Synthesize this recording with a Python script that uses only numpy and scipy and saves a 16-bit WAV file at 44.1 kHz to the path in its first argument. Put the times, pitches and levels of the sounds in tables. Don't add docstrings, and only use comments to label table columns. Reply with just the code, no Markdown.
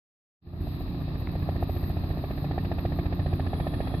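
import sys
import numpy as np
from scipy import signal
from scipy.fft import rfft, irfft
from scipy.io import wavfile

SR = 44100
rng = np.random.default_rng(int(sys.argv[2]) if len(sys.argv) > 2 else 0)


def output_pcm(signal):
    pcm = np.clip(np.atleast_2d(signal).T, -1, 1) * 32767
    wavfile.write(sys.argv[1], SR, np.round(pcm).astype(np.int16))


N = 176400
TIME = np.arange(N) / SR
FREQS = np.maximum(np.arange(N // 2 + 1) * SR / N, 1)

# time in seconds, level in dB.
FADE = [(0, -89), (.33, -75), (.405, -76), (.424, -28.5), (.47, -14.5), (.55, -7.5), (.62, -2.3)]
CUTOFF_HZ = 14700

# frequency in Hz, difference in dB.
BALANCE_DB = [(60, 0), (700, -3), (1200, 2.5), (1550, 1), (1900, -7), (2600, -4.5), (3300, -0.5), (3900, 7),
              (4700, 6.5), (5400, 0)]
# frequency in Hz, correlation from -1 to 1.
LIKENESS = [(60, -0.067), (160, 0.97), (440, 1), (720, 0.86), (1180, 0.2), (1940, -0.34), (3200, 0.35),
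            (5200, -0.58)]
ROTOR_PAN_DB, INSECT_PAN_DB, CHORUS_PAN_DB = -1.0, 20, 8

# frequency in Hz, density in dB per Hz.
BREEZE = [(12, -82), (25, -63.5), (45, -64), (90, -62.5), (150, -73), (200, -77), (280, -70), (350, -73),
          (450, -85), (800, -105)]
# time in seconds, level in dB.
BREEZE_LEVEL = [(.6, -1), (1.8, -1.5), (2.6, -2), (4, 2)]

# multiple of the fundamental, level in dB rms.
TAIL_ORDERS = [(1, -36), (2, -39.5), (3, -43), (4, -49), (5, -61)]
TAIL_HZ = 87.35
# frequency in Hz, level in dB rms.
DRIVE_TONES = [(48.1, -40.5), (96.2, -42), (108.3, -43), (144.4, -40), (147.1, -41), (158.2, -51),
               (172.8, -51), (180.5, -49.5), (204.6, -49.5), (216.6, -55), (228.6, -49.5), (294.1, -44),
               (343.1, -51)]
TONE_WAVER_DB, TONE_WANDER_RAD, TONE_WAVER_HZ = 1.9, 0.23, 2.0
# time in seconds, level in dB.
DRONE_LEVEL = [(.45, -2), (.8, -1.5), (1.2, -0.5), (1.7, 0), (2.2, -0.5), (3, 1.5), (4, 2)]

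# frequency in Hz, density in dB per Hz.
WASH = [(15, -96), (35, -66), (60, -65), (110, -61.5), (160, -61.5), (200, -65.5), (300, -67.5), (400, -70),
        (500, -77), (680, -73), (950, -79.5), (1200, -77.5), (1500, -90.5), (1800, -82), (2200, -92),
        (3000, -110)]
# time in seconds, level in dB.
WASH_LEVEL = [(.6, -2.5), (1.5, 1), (2.5, 1), (3.3, 1), (3.7, 3.5), (4, 2.5)]
WASH_FLUTTER_DB, WASH_FLUTTER_HZ = 1, 26.7
# frequency in Hz, density in dB per Hz.
TURBINE = [(1500, -105), (2200, -94.5), (2550, -85), (3050, -96.5), (3500, -90.5), (3950, -81.5),
           (4300, -88), (4800, -90.5), (5300, -99), (5600, -113), (5900, -132), (7000, -138), (10000, -138)]
# time in seconds, level in dB.
HISS_LEVEL = [(.42, 0), (.55, -6), (.7, 0), (2, 1), (3.2, 0.5), (4, 1.5)]
# frequency in Hz, density in dB per Hz.
WHINE = [(3050, -105), (3340, -76.5), (3650, -100), (5500, -122)]
# time in seconds, level in dB.
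WHINE_LEVEL = [(.6, -24), (3.1, -18), (3.55, -4), (4, -1)]

# frequency in Hz, density in dB per Hz.
CHORUS = [(10000, -138), (10500, -122), (10900, -105), (11600, -103), (12400, -94), (13500, -99),
          (14500, -100), (16000, -115)]
# time in seconds, level in dB.
CHORUS_LEVEL = [(.6, -1), (2, 1), (3.2, -1.5), (4, 2)]

# time in seconds, delay in ms.
PATH_DELAY = [(.4, -3.5), (.7, -2.5), (1.0, -1), (1.6, 0.12), (2.05, 2), (2.6, 0.5), (3.1, 2.23), (4, 0.85)]
PASS_HZ, FIRST_PASS_S = 14.6994, 0.4028

# frequency in Hz, density in dB per Hz.
SWISH = [(350, -82.5), (500, -65), (680, -77), (1000, -79.5), (1220, -76.5), (1480, -86.5), (1660, -74),
         (1820, -68), (2000, -82), (2230, -81), (2550, -77.5), (2750, -83.5), (3100, -89.5), (4000, -85.5),
         (5000, -92), (5700, -125)]
# time in seconds, level in dB.
SWISH_LEVEL = [(.6, -13), (1.5, -2.5), (2.2, -3.5), (2.65, 3), (3.2, 2), (3.7, 2.5), (4, 0.5)]
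SWISH_START_S = -0.0017
SWISH_ATTACK_S, SWISH_HOLD_S, SWISH_RELEASE_S = 0.0026, 0.0098, .0045

# time in seconds, level of the main burst in dB.
SLAP_BLADE_A = [(.6, -34), (.8, -32), (1.22, -34.5), (1.355, -28), (1.49, -20.5), (1.63, -20),
                (1.76, -31.5), (2.04, -30.5), (2.17, -29), (2.31, -26), (2.44, -25.5), (2.58, -19),
                (2.72, -21), (2.85, -19.5), (3.12, -25), (3.26, -23.5), (3.67, -19), (3.94, -24)]
# time in seconds, level of the main burst in dB.
SLAP_BLADE_B = [(0.6, -48), (1.02, -37), (1.42, -41), (1.559, -29.5), (1.70, -23.5), (1.83, -36),
                (1.97, -26.5), (2.10, -27.5), (2.24, -23.5), (2.38, -39), (2.51, -24.5), (2.651, -31.5),
                (2.78, -27.5), (2.92, -27), (3.062, -31.5), (3.33, -26), (3.46, -27.5), (3.6, -24.5),
                (3.87, -28)]
SLAP_HZ, SLAP_RISE_S, SLAP_FALL_S, SLAP_PITCH_SPREAD = 690, 0.0022, 0.002, 0.03
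SLAP_CRACK_HZ, SLAP_CRACK_DB = 1180, -17
SLAP_BODY_HZ, SLAP_BODY_DB = 394, -9
SLAP_RING_HZ, SLAP_RING_DB, SLAP_RING_LAG_S = 1778, -28, 0.0012
ECHO_LAG_S, ECHO_LAG_SPREAD_S, ECHO_DB = 0.00504, .0006, -14.5

# frequency in Hz, level of a harmonic there in dB rms.
THUMP = [(15, -63), (29, -45.5), (44, -44.5), (59, -40), (73, -36), (88, -39), (103, -48), (118, -40.5),
         (132, -48.5), (162, -53), (190, -60.5), (260, -57.5), (320, -59), (400, -61), (500, -77.5),
         (700, -100)]
# time in seconds, level in dB, lag behind the slap in ms.
THUMP_COURSE = [(.5, -1, 7), (1.1, -2, 6.8), (1.65, 2.5, 6.2), (2.1, 1, 7), (2.45, -1.5, 6.5),
                (2.95, 3, 8.05), (3.4, 1, 7.8), (4, 1.5, 10)]
THUMP_SKEW_RAD, THUMP_SPREAD_DB, THUMP_JITTER_S = 0.29, 0.32, 0.0004

# start in seconds, length in seconds, frequency in Hz, width in Hz,
# scrapes per second, decay of a scrape in seconds, level in dB rms before the high-pass and pan.
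RATTLES = [(0.601, 0.18, 12500, 1390, 114, .003, -60), (.8, .15, 11850, 700, 100, .004, -66.5),
           (1.306, 0.06, 12240, 1230, 100, .004, -61), (1.42, 0.16, 12300, 1700, 106, .005, -63),
           (1.674, 0.25, 12800, 1110, 91, 0.005, -53.5), (1.845, 0.66, 12530, 1496, 86, 0.006, -62),
           (2.201, 0.23, 13300, 2100, 220, .002, -61.5), (2.546, 0.22, 12600, 1500, 78, 0.006, -64),
           (2.779, 0.32, 12670, 1010, 130, .006, -63.5), (3.202, 0.43, 10700, 1400, 47, 0.02, -62.5),
           (3.5, 1, 10540, 1100, 69, 0.019, -57), (3.56, 0.16, 12700, 586, 260, .003, -64)]
# start in seconds, level in dB rms before the high-pass and pan.
CHIRPS = [(0.786, -57.5), (.995, -60.5), (1.176, -57.5), (1.385, -59.5), (1.605, -56), (2.405, -59),
          (2.604, -62), (2.774, -59), (2.949, -59), (3.142, -59), (3.331, -60)]
CHIRP_S, CHIRP_HZ, CHIRP_WIDTH_HZ, CHIRP_CLICKS_PER_S = .046, 13200, 1900, 138
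INSECT_CLICK_S, INSECT_LOW_EDGE_HZ = .0022, 10700
RATTLE_EDGE_SHARE = .12

# start in seconds, frequency in Hz,
# starting level in dB before the low-pass, decay in seconds.
TICK = [(1.2722, 2140, -26.5, 0.00093), (1.2748, 960, -25, 0.00096)]
TICK_DULL_HZ = 2800


def from_db(db):
    return 10 ** (np.asarray(db) / 20)


def along(rows, s, axis=1):
    rows = np.array(rows)
    return np.interp(s, rows[:, 0], rows[:, axis])


def at_hz(points):
    hz, value = np.transpose(points)
    return np.interp(np.log(FREQS), np.log(hz), value)


def band_gain(points):
    return from_db(at_hz(points)) / (1 + (FREQS / points[-1][0] / 2) ** 10)


def pan(db):
    gains = from_db(np.array([[.5], [-.5]]) * db)
    return gains / np.sqrt(np.mean(gains ** 2, axis=0))


def drift(rate_hz):
    slow = irfft(rfft(rng.standard_normal(N)) / (1 + (FREQS / rate_hz) ** 2), N)
    return slow / slow.std()


def air_noise(spectrum, balance_db):
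    mid, side = rfft(rng.standard_normal((2, N)))
    alike = np.clip(at_hz(LIKENESS), -1, 1)
    opposed = np.array([[1], [-1]])
    both = np.sqrt(1 + alike) * mid + np.sqrt(1 - alike) * side * opposed
    return irfft(both * band_gain(spectrum) * pan(balance_db), N) * np.sqrt(SR) / 2


def breeze():
    noise = irfft(rfft(rng.standard_normal((2, N))) * band_gain(BREEZE), N) * np.sqrt(SR / 2)
    return from_db(along(BREEZE_LEVEL, TIME)) * noise


def drone():
    tail_tones = [(order * TAIL_HZ, db) for order, db in TAIL_ORDERS]
    out = np.zeros(N)
    for hz, db in tail_tones + DRIVE_TONES:
        phase = 2 * np.pi * (hz * TIME + rng.random()) + TONE_WANDER_RAD * drift(TONE_WAVER_HZ)
        level = from_db(db + TONE_WAVER_DB * drift(TONE_WAVER_HZ))
        out += np.sqrt(2) * level * np.sin(phase)
    return from_db(along(DRONE_LEVEL, TIME)) * out


def rotor_wash():
    level = from_db(along(WASH_LEVEL, TIME) + WASH_FLUTTER_DB * drift(WASH_FLUTTER_HZ))
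    return level * air_noise(WASH, at_hz(BALANCE_DB))


def turbine():
    hiss = from_db(along(HISS_LEVEL, TIME)) * air_noise(TURBINE, at_hz(BALANCE_DB))
    whine = from_db(along(WHINE_LEVEL, TIME)) * air_noise(WHINE, at_hz(BALANCE_DB))
    return hiss + whine


def insect_chorus():
    return from_db(along(CHORUS_LEVEL, TIME)) * air_noise(CHORUS, CHORUS_PAN_DB)


def blade_passes():
    s = np.arange(FIRST_PASS_S, N / SR, 1 / PASS_HZ)
    return s + along(PATH_DELAY, s) / 1000


def swishes(passes):
    gate = np.zeros(N)
    for s in passes:
        near = (TIME > s + SWISH_START_S) & (TIME < s + 1 / PASS_HZ)
        t = TIME[near] - s - SWISH_START_S
        attack = np.minimum(t / SWISH_ATTACK_S, 1)
        gate[near] += attack * np.exp(-np.maximum(t - SWISH_HOLD_S, 0) / SWISH_RELEASE_S)
    return gate * from_db(along(SWISH_LEVEL, TIME)) * air_noise(SWISH, at_hz(BALANCE_DB))


def slaps(passes):
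    out = np.zeros(N)
    for k, s in enumerate(passes):
        detune, turn, late = rng.standard_normal(3)
        near = np.abs(TIME - s) < 1 / PASS_HZ / 2
        t = TIME[near] - s
        shape = np.exp(-(t / np.where(t < 0, SLAP_RISE_S, SLAP_FALL_S)) ** 2)
        angle = 2 * np.pi * t * (1 + SLAP_PITCH_SPREAD * detune)
        burst = shape * np.sin(angle * SLAP_HZ + turn)
        crack = from_db(SLAP_CRACK_DB) * shape ** 2 * np.sin(angle * SLAP_CRACK_HZ)
        ring_shape = np.exp(-((t - SLAP_RING_LAG_S) / SLAP_FALL_S) ** 2)
        ring = from_db(SLAP_RING_DB) * ring_shape * np.sin(angle * SLAP_RING_HZ)
        body = from_db(SLAP_BODY_DB) * np.sqrt(shape) * np.sin(angle * SLAP_BODY_HZ + turn)
        slap = burst + crack + ring + body
        echo_lag = ECHO_LAG_S + ECHO_LAG_SPREAD_S * late
        echo = from_db(ECHO_DB) * np.interp(t - echo_lag, t, slap)
        blade = (SLAP_BLADE_A, SLAP_BLADE_B)[k % 2]
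        out[near] += from_db(along(blade, s)) * (slap + echo)
    return out


def thumps(passes):
    size, late = rng.standard_normal((2, len(passes)))
    lag = along(THUMP_COURSE, passes, axis=2) / 1000
    s = passes + lag + THUMP_JITTER_S * late
    kicks = np.zeros(N)
    places = np.clip((s * SR).astype(int), 0, N - 1)
    kicks[places] = from_db(along(THUMP_COURSE, s) + THUMP_SPREAD_DB * size)
    pulses = irfft(rfft(kicks) * band_gain(THUMP) * np.exp(1j * THUMP_SKEW_RAD), N)
    return pulses * SR / PASS_HZ / np.sqrt(2)


def stridulation(start, length, hz, width_hz, rate, decay, db):
    t = np.arange(int(length * SR)) / SR
    scrapes = np.exp(-(t % (1 / rate)) / decay) * rng.standard_normal(len(t))
    to_edge = np.minimum(t, length - t)
    scrapes = scrapes * np.clip(to_edge / (RATTLE_EDGE_SHARE * length) + .3, 0, 1)
    r = np.exp(-np.pi * width_hz / SR)
    wing = [1, 0.015, -1], [1, -2 * r * np.cos(2 * np.pi * hz / SR), r * r]
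    song = signal.lfilter(*wing, signal.lfilter(*wing, scrapes))
    return np.pad(from_db(db) * song / song.std(), (int(start * SR), N))[:N]


def near_insects():
    chirp = CHIRP_S, CHIRP_HZ, CHIRP_WIDTH_HZ, CHIRP_CLICKS_PER_S, INSECT_CLICK_S
    songs = [(s, *chirp, db) for s, db in CHIRPS] + RATTLES
    high_pass = signal.butter(14, INSECT_LOW_EDGE_HZ, "high", fs=SR, output="sos")
    near = signal.sosfilt(high_pass, sum(stridulation(*song) for song in songs))
    return pan(INSECT_PAN_DB) * near


def tick():
    out = np.zeros(N)
    for s, hz, db, decay in TICK:
        t = np.maximum(TIME - s, 0)
        out += from_db(db) * np.exp(-t / decay) * np.sin(2 * np.pi * hz * t)
    return signal.sosfilt(signal.butter(4, TICK_DULL_HZ, fs=SR, output="sos"), out)


def scene():
    passes = blade_passes()
    air = breeze() + rotor_wash() + turbine() + swishes(passes)
    rotors = pan(ROTOR_PAN_DB) * (drone() + slaps(passes) + thumps(passes))
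    return air + rotors + insect_chorus() + near_insects() + tick()


def record(dry):
    low_pass = signal.ellip(10, .1, 80, CUTOFF_HZ, fs=SR, output="sos")
    return signal.sosfilt(low_pass, dry * from_db(along(FADE, TIME)))


dry = scene()
out = record(dry)
output_pcm(out)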